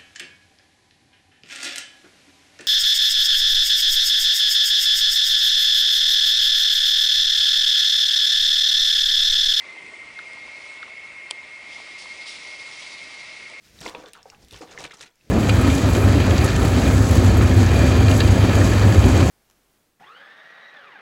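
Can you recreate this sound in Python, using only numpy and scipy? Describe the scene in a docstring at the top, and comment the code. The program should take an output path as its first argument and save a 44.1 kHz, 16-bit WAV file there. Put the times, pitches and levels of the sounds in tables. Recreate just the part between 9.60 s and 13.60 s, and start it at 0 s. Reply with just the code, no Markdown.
"""Cicadas and a monkey in a forest

Cicadas drone: each one's buzz rings near 2 kHz, and echoes among the trees make it flutter.
A monkey runs along a branch and swings into the leaves, which rustle and swish.
Woody ticks and sharp clicks sound close by, over soft forest air and a faint small insect."""
import sys
import numpy as np
from scipy import signal
from scipy.fft import rfft, irfft
from scipy.io import wavfile
from scipy.ndimage import uniform_filter1d, map_coordinates

SR = 44100
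rng = np.random.default_rng(int(sys.argv[2]) if len(sys.argv) > 2 else 0)


def generate_wav(sig):
    """Save sig (samples, or channels by samples) to the path in sys.argv[1] as 16-bit PCM at SR."""
    pcm = np.round(np.clip(np.atleast_2d(sig).T, -1, 1) * 32767).astype(np.int16)
    wavfile.write(sys.argv[1], SR, pcm)


N = 176400  # 4 seconds

# tone of the forest air: frequency_hz, gain_db
AIR_TONE = [(20, -20), (50, -8.5), (62, -4), (76, -5.5), (150, -4), (320, 0), (520, -0.5), (615, 4),
            (740, -1), (1050, 2), (1700, -1.5), (3000, -1), (4800, -6.5), (6500, -12.5), (8200, -14.5),
            (10000, -17.5)]
# tone of a soft, low rush in the air: frequency_hz, gain_db
RUSH_TONE = [(120, -24), (280, -3.5), (400, 3), (600, -5), (1200, -25)]
# brief buzzes of a small insect: middle_s, length_s, level_db
INSECT_BUZZES = [(0.327, .22, -63.5), (1.12, 0.11, -62)]
# thin tone of those buzzes: frequency_hz, gain_db
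INSECT_TONE = [(7000, -30), (7900, 1), (8200, -8), (8550, 1), (9300, -17)]
# tone of the far cicada chorus: frequency_hz, gain_db
CHORUS_TONE = [(1500, -34), (1830, -6.5), (1920, 4), (2000, 0.5), (2130, 5.5), (2330, 4.5), (2450, -5),
               (2630, -3.5), (2850, -10.5), (3600, -44.5)]
# cicadas that hold one pitch: pitch_hz, start_level_db, end_level_db
STEADY_CICADAS = [(2110, -54, -55.5), (2116, -50.5, -63.5), (2157, -53, -48.5), (2290, -63.5, -55.5),
                  (2366, -65, -55.5), (2374, -61.5, -58), (2568, -60, -57), (2705, -62.5, -58.5)]
# song of the nearest cicada: time_s, pitch_hz, level_db
NEAR_SONG = [(0, 2062, -43), (.3, 2095, -43.5), (.7, 2140, -39.5), (1.0, 2155, -42), (1.2, 2176, -39.5),
             (1.5, 2175, -41.5), (1.7, 2130, -40), (2, 2153, -43), (2.35, 2136, -42), (2.48, 2142, -40.5),
             (2.64, 2149, -40), (2.8, 2144, -47), (2.98, 2152, -37.5), (3.15, 2146, -44),
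             (3.55, 2143, -43.5), (3.74, 2147, -41), (4, 2150, -44)]
# the tones in its buzz: multiple_of_buzz_rate, gain_db
NEAR_HARMONICS = [(8, -14.5), (9, -2), (10, -22), (11, -17.5)]
# woody ticks: start_s, level_db, middle_pitch_hz
WOODY_TICKS = [(.164, -35.5, 890), (.5898, -24, 1520), (.772, -34, 1010), (.879, -35, 990),
               (1.063, -38, 1330), (1.2287, -23, 1457), (1.279, -35.5, 1150), (2.2, -36, 770),
               (2.456, -34, 1100), (3.892, -46, 1300)]
# sharp clicks, one much louder than the rest: start_s, level_db
SHARP_CLICKS = [(.733, -38.5), (1.706, -33), (1.71, -16.5), (3.899, -39), (3.917, -43)]
# the tones a click rings with: pitch_hz, gain_db, fade_s
CLICK_RING = [(554, -0.5, 0.0058), (885, -10, 0.013), (2360, -6, 0.017), (3180, -1.5, 0.013),
              (3540, -8.5, 0.016), (4340, -14.5, 0.011), (4820, -2.5, 0.0092), (7210, -15, 0.013),
              (7860, -5.5, 0.0074), (8800, -5.5, 0.01), (9450, -31, .008)]
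# how loudly the leaves rustle: time_s, level_db
RUSTLE_LEVELS = [(0, -80), (.55, -58), (.9, -53.5), (1.05, -49.5), (1.25, -62), (1.6, -75), (1.98, -59),
                 (2.13, -46.5), (2.35, -49), (2.55, -46), (2.85, -45), (3.08, -44.5), (3.22, -41.5),
                 (3.45, -45.5), (3.7, -45.5), (4, -51.5)]
# tone of the rustle: frequency_hz, gain_db
RUSTLE_TONE = [(200, -27.5), (700, -7.5), (1600, -10), (3200, 1), (4900, 1), (6500, -7.5), (8000, -12),
               (10000, -14)]
# swishes of whipping branches: start_s, level_db, fade_s
BRANCH_SWISHES = [(2.378, -37, 0.38), (2.653, -36, 0.69), (3.185, -38, 0.22)]
# tone of a swish: frequency_hz, gain_db
SWISH_TONE = [(500, -21), (2000, -7.5), (3700, 2.5), (5200, 2), (7000, -9), (10000, -10)]


def amp(db):
    """Turn decibels into a number to multiply by."""
    return 10 ** (np.asarray(db) / 20)


def unit(x):
    """Scale a signal to an average (rms) level of 1."""
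    return x / np.sqrt(np.mean(np.abs(x) ** 2) + 1e-20)


def clock():
    """The time of every sample, in seconds."""
    return np.arange(N) / SR


def curves(rows):
    """Join a table's points with lines: one curve for each column after the time."""
    times, *columns = np.transpose(rows)
    return [np.interp(clock(), times, column) for column in columns]


def wobble(rate_hz):
    """A smooth curve through rate_hz random values a second."""
    return map_coordinates(rng.standard_normal(4096), [clock() * rate_hz + 2], mode="wrap")


def fade(t, fade_s):
    """Die away by 60 dB in fade_s seconds."""
    return np.exp(-np.log(1000) * t / fade_s)


def swell(middle_s, length_s):
    """A smooth rise and fall, loudest at middle_s."""
    return np.exp(-(2 * (clock() - middle_s) / length_s) ** 2)


def colour(x, tone):
    """Shape the lows and highs of x with a tone table, then scale it to level 1."""
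    table_hz, table_db = np.transpose(tone)
    hz = np.fft.rfftfreq(N, 1 / SR)
    gain = amp(np.interp(np.log(hz + 1), np.log(table_hz), table_db))
    return unit(irfft(rfft(x) * gain, N))


def patchy_noise(depth_db):
    """Hiss with random louder and softer patches across pitch and time."""
    spectrum = signal.stft(rng.standard_normal(N), nperseg=512)[2]
    patches = uniform_filter1d(rng.standard_normal(spectrum.shape), size=5, axis=0)
    patches = uniform_filter1d(patches, size=7, axis=1)
    return unit(signal.istft(spectrum * amp(depth_db * unit(patches)), nperseg=512)[1][:N])


def add(track, start_s, sound):
    """Mix a sound into the track at start_s."""
    part = track[round(start_s * SR):][:len(sound)]
    part += sound[:len(part)]


def forest_air():
    """The soft wash of the wider forest, with one low rush."""
    wash_db = -48 + 0.21 * wobble(rate_hz=7.66)
    wash = amp(wash_db) * colour(patchy_noise(depth_db=1.6), AIR_TONE)
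    rush = swell(middle_s=0.26, length_s=0.37) * colour(rng.standard_normal(N), RUSH_TONE)
    return wash + amp(-55.5) * rush


def small_insect():
    """Short, faint buzzes high above the cicadas."""
    loudness = sum(amp(db) * swell(middle_s, length_s) for middle_s, length_s, db in INSECT_BUZZES)
    return loudness * colour(rng.standard_normal(N), INSECT_TONE)


def echoes(rate_hz):
    """Many echoes added up: a complex curve holding their changing strength and phase."""
    return unit(wobble(rate_hz) + 1j * wobble(rate_hz))


def tone_through_trees(pitch_hz, direct_gain):
    """Echoes boost and cancel a tone, so it flutters. More direct sound means less flutter."""
    flutter = direct_gain + echoes(rate_hz=52.25) + amp(-10.5) * echoes(rate_hz=157.9)
    # keep the average level even over 0.15 s
    flutter /= np.sqrt(uniform_filter1d(np.abs(flutter) ** 2, size=int(0.15 * SR)))
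    drift = 0.062 * wobble(rate_hz=8.08)
    cycles = np.cumsum(pitch_hz * np.ones(N)) / SR + drift
    return unit(np.real(flutter * np.exp(2j * np.pi * cycles)))


def cicadas():
    """The nearest cicada speeds up and settles; others hold their pitch over a far chorus."""
    pitch_hz, level_db = curves(NEAR_SONG)
    buzz_hz = pitch_hz / 9  # the loudest tone is 9 times the buzz rate
    nearest = sum(amp(db) * tone_through_trees(buzz_hz * multiple, direct_gain=1.52)
                  for multiple, db in NEAR_HARMONICS)
    others = sum(amp(np.linspace(start_db, end_db, N)) * tone_through_trees(hz, direct_gain=0.71)
                 for hz, start_db, end_db in STEADY_CICADAS)
    chorus = amp(-47) * colour(rng.standard_normal(N), CHORUS_TONE)
    return amp(level_db) * nearest + others + chorus


def woody_ticks():
    """Each tick rings for a few cycles while its pitch drops."""
    rise_s, drop_s = 0.0015, 0.0031
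    out, t = np.zeros(N), np.arange(SR // 20) / SR
    pitch_drop = 1 + 0.56 * (np.exp(-t / drop_s) - 0.5)
    for start_s, db, hz in WOODY_TICKS:
        phase = 2 * np.pi * np.cumsum(hz * pitch_drop) / SR
        body = 2 * np.sin(phase) * (1 - np.exp(-(t / rise_s) ** 2))
        overtone = amp(-8.5) * np.sin(2.2 * phase)
        add(out, start_s, amp(db) * fade(t, fade_s=0.015) * (body + overtone))
    return out


def sharp_clicks():
    """Each click is a dry crack with a very short ring and no bass."""
    rise_s, bass_cut_hz = 0.00013, 700
    out, t = np.zeros(N), np.arange(SR // 20) / SR
    for start_s, db in SHARP_CLICKS:
        ring = sum(amp(gain_db) * fade(t, fade_s) * np.sin(2 * np.pi * (hz * t + rng.random()))
                   for hz, gain_db, fade_s in CLICK_RING)
        crack = amp(-2.5) * fade(t, fade_s=0.0081) * rng.standard_normal(len(t))
        add(out, start_s, amp(db) * (1 - np.exp(-t / rise_s)) * (ring + crack))
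    return signal.sosfilt(signal.butter(2, bass_cut_hz, "high", fs=SR, output="sos"), out)


def leaves_touching():
    """Leaves brush together softly, with sharper crackles mixed in."""
    crackles_per_s, spread_db = 2000, 1
    crackles = (rng.random(N) < crackles_per_s / SR) * rng.standard_normal(N)
    crackles *= amp(spread_db * rng.standard_normal(N))
    return patchy_noise(depth_db=1.5) + amp(-6.5) * unit(crackles)


def monkey_in_leaves():
    """Leaves rustle as the monkey moves and swish as branches whip; shaking twigs add a shiver."""
    level_db, = curves(RUSTLE_LEVELS)
    rustle = amp(level_db) * colour(leaves_touching(), RUSTLE_TONE)
    rise_s = 0.013
    whip = np.zeros(N)
    for start_s, db, fade_s in BRANCH_SWISHES:
        t = np.maximum(clock() - start_s, 0)
        whip += amp(db) * (1 - np.exp(-t / rise_s)) * fade(t, fade_s)
    shiver = amp(wobble(rate_hz=53.53))  # about 1 dB up and down
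    swish = whip * colour(leaves_touching(), SWISH_TONE)
    return shiver * (rustle + swish)


def scene():
    """Add all the sounds together in one channel."""
    mix = cicadas() + small_insect() + monkey_in_leaves() + woody_ticks() + sharp_clicks() + forest_air()
    return mix[None]


def record(dry):
    """Cut away the highest treble, above about 10 kHz."""
    top_hz, edge_hz = 10080, 200
    hz = np.fft.rfftfreq(2 * N, 1 / SR)
    gain = np.clip((top_hz - hz) / edge_hz + 0.5, 0, 1)
    return irfft(rfft(dry, 2 * N) * gain)[..., :N]


dry = scene()
out = record(dry)
generate_wav(out)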